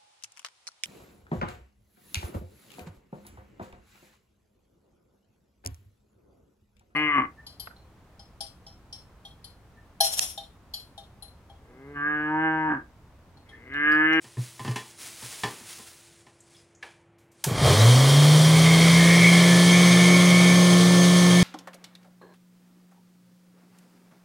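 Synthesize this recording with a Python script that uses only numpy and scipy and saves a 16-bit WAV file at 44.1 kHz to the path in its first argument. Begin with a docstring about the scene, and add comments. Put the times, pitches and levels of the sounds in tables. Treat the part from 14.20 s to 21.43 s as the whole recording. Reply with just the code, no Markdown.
"""A tiled kitchen, one microphone close to a centrifugal juicer on the worktop.
A plastic jug is knocked into place under the spout, a sleeve rustles and the switch clicks on.
The motor runs up: the unbalanced basket hums, bearings and commutator whine, air rushes through the sieve.
Tones follow the shaft angle; rattle, air, cloth and clicks are filtered noise; the jug rings in decaying modes.
"""
import sys
import numpy as np
from scipy import signal
from scipy.fft import rfft, irfft
from scipy.io import wavfile
from scipy.ndimage import uniform_filter1d

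SR = 44100
rng = np.random.default_rng(int(sys.argv[2]) if len(sys.argv) > 2 else 0)


def unload_wav(signal):
    """Save mono or channel-first audio to the path in sys.argv[1] as 16-bit WAV at rate SR, clipped to [-1, 1]."""
    wavfile.write(
        sys.argv[1],
        SR,
        np.round(np.clip(np.atleast_2d(signal).T, -1, 1) * 32767).astype(np.int16),
    )


N = 318843  # length in samples

# power comes on and the running noise climbs to its full level
POWER_S, CLIMB_S, CLIMB_DB = 3.255, 0.21, 23


def juicer():
    """The motor runs up; every tone and the grain of the noise follow its shaft."""
    speed = shaft_speed()
    turns = np.cumsum(speed) / SR
    pace = speed / HELD_HZ
    running = since(POWER_S)
    on = np.minimum(running / 0.012, 1)
    climb_db = -CLIMB_DB * np.maximum(1 - running / CLIMB_S, 0)
    tonal = hum(turns, speed, pace) + whirl(turns) + whine(turns, pace) + whistle(turns, speed, pace)
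    rough = bearing(turns, pace) + rattle(turns, running, climb_db) + air(turns, climb_db)
    shaking = undb(-31.5) * worktop()
    return on * (tonal + rough + shaking)


# the shaft starts to turn, heads for its free speed and is held just below it (Hz: turns per second)
START_S, FREE_HZ, HELD_HZ = 3.267, 179.23, 177
# the run-up has a quick and a slow part (share of the quick part, two time constants)
QUICK_SHARE, QUICK_S, SLOW_S = .556, .2198, .7433


def shaft_speed():
    """Turns per second: the motor gains speed fast, then ever more slowly, until it is held."""
    t = since(START_S)
    quick = QUICK_SHARE * np.exp(-t / QUICK_S)
    slow = (1 - QUICK_SHARE) * np.exp(-t / SLOW_S)
    return np.minimum(FREE_HZ * (1 - quick - slow), HELD_HZ)


# resonances of the juicer on the worktop that the hum climbs through: centre_hz, width_hz, lift_db
MOUNT_RESONANCES = [(115.3, 15.5, 12.5), (146.5, 21, 4)]


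def hum(turns, speed, pace):
    """The force of the unbalanced basket grows with the square of the speed."""
    tone = np.sqrt(2) * np.sin(2 * np.pi * turns) * pace ** 2
    # level at held speed, before the mount lifts it
    return tone * lift(speed, MOUNT_RESONANCES) * undb(-17 + 0.16 * walk(14))


# every spell of whirl or singing swells and dies away alike
ATTACK_S, RELEASE_S = 0.068, .12


def whirl(turns):
    """One spell of a tone just under half the shaft speed."""
    tone = tones(turns, [(.485, -41)], flutter_db=1.0, smear=.6, rate=14)
    return tone * spell(4.28, 0.52, ATTACK_S, RELEASE_S)


# tones of shaft and fan; broken multiples come from the ball bearings: shaft_multiple, level_db
SHAFT_TONES = [(1.59, -37), (2, -29.5), (2.6, -38.5), (3, -36), (3.21, -49), (3.4, -43.5), (3.6, -40.5),
               (3.95, -43), (4.61, -49), (6, -43.5), (6.16, -38.5), (6.6, -48), (7, -43.5), (7.82, -46),
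               (10, -43.5), (12.57, -51.5), (18.24, -51.5), (25, -48.5), (26.06, -53), (28.3, -51),
               (31.8, -48), (48, -48)]
# resonances of the housing that lift a passing tone: centre_hz, width_hz, added_db
HOUSING_RESONANCES = [(1747, 60, 7.5), (3160, 130, 7.5)]


def whine(turns, pace):
    """Shaft, fan and bearing tones, which stand out fully only near top speed."""
    lines = tones(turns, SHAFT_TONES, flutter_db=1.26, smear=0.37, rate=14)
    return resonate(lines, HOUSING_RESONANCES) * (0.35 * pace + 0.7 * pace ** 18)


# resonances of the motor casing that the whistle climbs through: centre_hz, width_hz, lift_db
CASING_RESONANCES = [(3880, 220, 17), (6060, 70, 4), (6340, 80, 11.5)]


def whistle(turns, speed, pace):
    """The bars of the commutator pass the brushes and whistle through the casing."""
    bars = 36
    # level at held speed, before the casing lifts it
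    tone = tones(turns, [(bars, -47)], flutter_db=2.5, smear=0.46, rate=45)
    return tone * pace * lift(bars * speed, CASING_RESONANCES)


# tones of the singing bearing: shaft_multiple, relative_db
BEARING_TONES = [(11.56, -7), (12, -9.5), (12.56, -2.5), (13, -6.5), (13.56, -3.5), (14, -18)]
# spells in which the bearing sings; they may overlap:
# start_s, length_s, upper_resonance_db, lower_resonance_db
SINGING_SPELLS = [(4.267, .2, -31, -55), (4.4, .82, -27, -52), (4.74, 0.19, -40, -31),
                  (4.95, 0.1, -26, -42), (5.14, 0.26, -40, -35.5), (5.45, .87, -29, -48),
                  (5.48, .35, -40, -38)]
# between spells the bearing sings faintly (level at top speed)
FAINT_SING_DB = -37.5


def bearing(turns, pace):
    """The balls add tones and grit, which sing in spells in two resonances of the body."""
    grit = repeating(turns, memory=0.29, count=7)
    balls = tones(turns, BEARING_TONES, flutter_db=3.0, smear=0.98, rate=30) * pace ** 6 + 4 * grit
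    upper_power, lower_power = sum(
        np.outer(undb(dbs), spell(start, length, ATTACK_S, RELEASE_S)) ** 2
        for start, length, *dbs in SINGING_SPELLS)
    faint = undb(FAINT_SING_DB) * pace ** 6
    upper = unit(band(band(balls, 2180, 173), 2090, 650)) * np.sqrt(upper_power + faint ** 2)
    lower = unit(band(band(grit, 1840, 150), 1900, 260)) * np.sqrt(lower_power)
    return upper + lower


# colour of the body rattle: frequency_hz, relative_db (per Hz)
RATTLE_COLOUR = [(40, -55), (130, -33), (220, 2), (310, -3), (420, 2.5), (620, 1.5), (900, -5), (1150, -1),
                 (1500, -12), (1850, -7.5), (2250, -6), (2700, -20.5), (4500, -15.5), (9000, -24.5)]
# the rattle eases as the pulp spreads out in the basket
RATTLE_DB, SETTLE_DB_PER_S = -26, 1.26


def rattle(turns, running, climb_db):
    """The body rattles with the rotor's roughness; the ball cage makes two laps in five turns."""
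    body = unit(colour(repeating(turns, memory=0.49, count=5), RATTLE_COLOUR))
    return body * undb(RATTLE_DB + climb_db - SETTLE_DB_PER_S * running + 0.3 * walk(30))


# colour of the rush of air: frequency_hz, relative_db (per Hz)
AIR_COLOUR = [(500, -21), (1500, -3), (2750, -6), (3600, -0.5), (4150, -0.5), (5700, 0), (7100, -4),
              (8900, -3.5), (10000, -0.5), (10200, -9), (11500, -14), (13000, -27), (16000, -32)]
# resonances of lid and pulp bowl: centre_hz, width_hz, added_db
LID_RESONANCES = [(3260, 174, 13), (4350, 75, 3)]
# the rush of air swells once, around its crest
AIR_DB, SURGE_S, SURGE_WIDTH_S, SURGE_DB = -26.5, 5.2, 1, 2


def air(turns, climb_db):
    """Air and brush hiss pulse once a turn, echo from the tiles and ring lid and bowl."""
    hiss = noise() + 0.83 * repeating(turns, memory=0.48, count=5)
    hiss = hiss * (1 + 0.12 * np.sin(2 * np.pi * turns))
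    rush = unit(resonate(colour(tiles(hiss, t60=0.1, wet_db=-7.5), AIR_COLOUR), LID_RESONANCES))
    surge_db = SURGE_DB * np.exp(-((since(0) - SURGE_S) / SURGE_WIDTH_S) ** 2)
    return rush * undb(AIR_DB + climb_db + surge_db + 0.55 * walk(40))


# the basket jolts as it starts and passes its slow wobble: start_s, knock_db, pitch_hz, thud_db
BASKET_JOLTS = [(3.265, -34, 390, -25), (3.304, -34, 370, -22), (3.383, -32, 685, -21),
                (3.408, -32, 640, -20), (3.447, -22.5, 537, -17), (3.474, -20, 463, -25),
                (3.488, -20.5, 406, -33)]


def jolts():
    """Short dull knocks of the basket on its coupling; each also shakes the worktop."""
    knocks, shaking_power = 0, 0
    for start, db, hz, thud_db in BASKET_JOLTS:
        t = since(start)
        knocks = knocks + undb(db) * fade(t, 0.19) * unit(band(band(noise(), hz, 150), hz, 400))
        shaking_power = shaking_power + (undb(thud_db) * np.minimum(t / 0.0072, 1) * fade(t, 0.52)) ** 2
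    return knocks + np.sqrt(shaking_power) * worktop()


def worktop():
    """Low rumble of the shaken worktop, rms 1."""
    return unit(band(band(noise(), 124.8, 23.5), 144, 62))


# the jug against juicer and worktop: start_s, clack_db, thud_db, contact_pitch_hz (levels before filters)
JUG_KNOCKS = [(0.041, -40, -51, 1390), (0.169, -36.5, -22.5, 330), (.393, -31.5, -37, 880),
              (.447, -27.5, -33, 780), (.462, -39, -44, 2200), (.476, -27, -22, 900), (.51, -33, -46, 1700),
              (.558, -22.5, -49, 1930), (1.021, -38.5, -42.5, 890), (1.234, -17, -35.5, 1100),
              (1.41, -42, -56, 496), (1.592, -41, -60, 500), (2.065, -45, -68, 700)]
# colour of a plastic clack: frequency_hz, relative_db (per Hz)
CLACK_COLOUR = [(60, 12.5), (200, 13), (420, 8), (600, -1.5), (900, 8), (1350, -4), (1850, 1.5),
                (3200, -2.5), (5000, -2.5), (10000, -6.5), (12000, -14.5), (16000, -12.5)]


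def jug():
    """The jug is nudged into place under the spout; each contact gives a clack and a thud."""
    out, t = np.zeros((2, N)), np.arange(SR) / SR
    for start, *blow in JUG_KNOCKS:
        at = int(start * SR)
        out[:, at:at + SR] += knock(t, *blow)
    clacks, thuds = out
    return colour(clacks, CLACK_COLOUR) + thuds


# ring of the jug: pitch_hz, relative_db, t60_s
JUG_MODES = [(232.6, 0, 0.1), (357, -10, .15), (422, -7, 0.27), (640, -5.5, 0.15), (811, -5, 0.15),
             (945, -9.5, 0.14), (1028, 1.5, 0.24), (1170, -3.5, 0.31), (1760, 3, 0.17), (1840, 1, 0.19),
             (2260, -13.5, 0.18), (2680, 0, .2), (2970, 0, 0.23), (3350, 1.5, .24)]


def knock(t, clack_db, thud_db, hz):
    """The point of contact colours clack and ring; the worktop answers with a slower thud."""
    burst = rng.standard_normal(len(t)) * (fade(t, 0.065) + 0.47 * fade(t, 0.41))
    ring = sum(
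        undb(db + 2 * rng.standard_normal()) * fade(t, t60) * np.sin(2 * np.pi * (f * t + rng.random()))
        for f, db, t60 in JUG_MODES)
    clack = (undb(-5.5) * burst + undb(-21) * ring) * np.minimum(t / 0.0021, 1)
    clack = band(clack, hz, 3.64 * hz) + 0.28 * band(clack, hz, hz / 4)
    swell = (t / .027) ** 3 * np.exp(3 * (1 - t / .027))  # crest at 27 ms
    boards = unit(band(band(rng.standard_normal(len(t)), 205, 150), 200, 300)) * fade(t, 0.17)
    thud = (swell + 0.08 * fade(t, 0.83)) * np.sin(2 * np.pi * 123 * t) + 0.24 * boards
    return np.array([undb(clack_db) * clack, undb(thud_db) * thud])


# the hand ticks and squeaks on its way to the knob, then snaps it round:
# start_s, relative_db, pitch_hz, width_hz, contact_s (time constant)
KNOB_CLICKS = [(2.203, -46.5, 7700, 2040, 0.005), (2.304, -54, 8400, 1500, .004),
               (2.345, -59, 3430, 300, 0.033), (2.365, -56, 5000, 300, .03),
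               (2.548, -48.5, 6640, 1100, .005), (2.626, -35, 2280, 2560, 0.005),
               (2.629, -42.5, 620, 800, 0.026), (2.784, -61, 740, 418, 0.0045),
               (2.982, -64, 6000, 9000, 0.066), (3.115, -58, 8000, 6040, .012),
               (3.239, -15, 7160, 7700, 0.0046), (3.24, -31, 800, 1110, 0.011)]
# resonances of the front panel around the knob: centre_hz, width_hz, added_db
PANEL_RESONANCES = [(900, 110, 7), (1710, 110, 11), (2310, 100, 8), (2520, 110, -9), (3100, 210, -4)]


def switch():
    """Short snaps of the knob ring the front panel, each with the tail of the tiled kitchen."""
    out = 0
    for start, db, hz, width, contact in KNOB_CLICKS:
        t = since(start)
        grain = unit(band(band(noise(), hz, width), hz, 2 * width))
        envelope = np.minimum(t / 0.0029, 1) * (np.exp(-t / contact) + 0.3 * fade(t, 0.41))
        out = out + undb(db - 5.5) * grain * envelope
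    return resonate(out, PANEL_RESONANCES)


# colour of the cloth: frequency_hz, relative_db (per Hz)
CLOTH_COLOUR = [(100, -8), (250, -7), (500, -7), (1200, -5.5), (2330, -2.5), (3000, -3), (7000, -2.5),
                (9800, -3), (11200, -10), (11700, -14.5), (16000, -10)]
# strokes of the sleeve: start_s, rise_s, relative_db, decay_s (time constant)
SLEEVE_STROKES = [(0, 0.026, -56.5, 0.4), (.16, 0.062, -50.5, 0.29), (.38, 0.076, -52, 0.39),
                  (.76, .08, -44.5, 0.17), (.92, 0.17, -43.5, 0.3), (1.41, 0.092, -47, 0.23),
                  (2.2, 0.16, -62.5, 0.096), (2.6, 0.061, -64, 0.096), (3.1, 0.16, -61, 0.061)]


def sleeve():
    """Cloth slides on cloth in strokes of many tiny slips; slow sliding is duller."""
    slips = colour(unit(noise() * undb(1.1 * walk(600))), CLOTH_COLOUR)
    effort = np.sqrt(sum(
        (undb(db) * spell(start, rise, rise, decay)) ** 2 for start, rise, db, decay in SLEEVE_STROKES))
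    dull = signal.sosfilt(signal.butter(8, 10800, fs=SR, output="sos"), slips)
    treble = signal.sosfilt(signal.butter(8, 10800, "high", fs=SR, output="sos"), slips)
    brightness = np.minimum(effort / undb(-55), 1)
    return (dull + brightness * treble) * effort * undb(3.5 + 1.0 * walk(40.7))


# the quiet kitchen: frequency_hz, relative_db (per Hz)
ROOM_COLOUR = [(20, -24), (40, -26.5), (100, -4), (150, -7), (230, -15.5), (400, -15.5), (560, -16),
               (1250, -23.5), (2400, -25.5), (3200, -34), (9000, -72), (16000, -55)]
ROOM_DB, APPLIANCE_HZ = -62, 339.6


def kitchen():
    """Quiet room noise and the faint steady tone of an appliance."""
    tone = np.sin(2 * np.pi * APPLIANCE_HZ * since(0) + .2 * walk(5))
    appliance = tone * undb(-62.5 + 0.8 * walk(6.0))
    return colour(noise(), ROOM_COLOUR) * undb(ROOM_DB) + appliance


def tiles(x, t60, wet_db):
    """Dense echoes from tiles and worktop give a fixed fine ripple to the spectrum."""
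    t = since(.001)[:SR // 3]
    echoes = rng.standard_normal(len(t)) * fade(t, t60)
    return x + undb(wet_db) * signal.fftconvolve(x, echoes / np.linalg.norm(echoes))[:N]


def tones(turns, table, flutter_db, smear, rate):
    """Lines locked to the shaft angle, each wavering in level and phase (smear in radians)."""
    out = 0
    for multiple, db in table:
        level = np.sqrt(2) * undb(db + flutter_db * walk(rate))
        out = out + level * np.sin(2 * np.pi * (multiple * turns + rng.random()) + smear * walk(rate))
    return out


def repeating(turns, memory, count):
    """Roughness fixed to the rotor: it comes back every count turns and is slowly renewed."""
    size = 512 * count  # grains in one lap
    place = turns / count * size
    laps = rng.standard_normal((int(place[-1] / size) + 30, size))
    # each lap keeps a share of the one before; the first 20 only settle the filter
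    laps = signal.lfilter([1], [1, -np.clip(memory, 0, .95)], laps, axis=0)[20:]
    return unit(np.interp(place, np.arange(laps.size), laps.ravel()))


def spell(start, length, rise, decay):
    """Envelope that rises, holds until its length is over and dies away."""
    return np.minimum(since(start) / rise, 1) * np.exp(-since(start + length) / decay)


def lift(hz, modes):
    """Gain of a gliding tone as it passes through resonances."""
    return np.sqrt(1 + sum(
        undb(db) ** 2 / (1 + (2 * (hz - centre) / width) ** 2) for centre, width, db in modes))


def band(x, hz, width):
    """One resonance, gain 1 at its centre."""
    return signal.lfilter(*signal.iirpeak(hz, hz / min(width, SR / 3), fs=SR), x)


def resonate(x, modes):
    """A sound plus the resonances that it excites."""
    return x + sum(undb(db) * band(x, hz, width) for hz, width, db in modes)


def colour(x, points):
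    """Causal minimum-phase filter with the given (Hz, dB) shape; white noise keeps its level."""
    hz, db = np.transpose(points)
    size = 2 ** 19
    grid_hz = np.arange(size // 2 + 1) * SR / size
    gain = unit(undb(np.interp(np.log(grid_hz + 1), np.log(hz), db)))
    # folding the cepstrum makes the filter causal
    cepstrum = irfft(np.log(gain))[:size // 2]
    cepstrum[0] /= 2
    return irfft(rfft(x, size) * np.exp(rfft(2 * cepstrum, size)))[:N]


def walk(rate):
    """Smooth chance with a spread near 1, rate new values a second."""
    k = int(SR / rate)
    steps = np.repeat(rng.standard_normal(N // k + 1), k)
    return uniform_filter1d(steps, k)[:N] * np.sqrt(3 / 2)


def noise():
    """White noise, rms 1."""
    return rng.standard_normal(N)


def since(start):
    """Seconds since a moment, zero before it."""
    return np.maximum(np.arange(N) / SR - start, 0)


def fade(t, t60):
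    """Exponential decay by 60 dB in t60 seconds that starts when t leaves zero."""
    return (t > 0) * np.exp(-np.log(1000) * t / t60)


def undb(db):
    """Decibels to gain."""
    return 10 ** (np.asarray(db) / 20)


def unit(x):
    """Scale to rms 1."""
    return x / np.sqrt(np.mean(x ** 2))


def scene():
    """All sources reach one microphone, the same in both channels."""
    mono = juicer() + jolts() + jug() + switch() + sleeve() + kitchen()
    return np.array([mono, mono])


def record(dry):
    """The recorder thins the deepest bass and cuts the top."""
    thin = signal.sosfilt(signal.butter(2, 45, "high", fs=SR, output="sos"), dry)
    return signal.sosfilt(signal.ellip(10, .2, 80, 15800, fs=SR, output="sos"), thin)


dry = scene()
out = record(dry)
unload_wav(out)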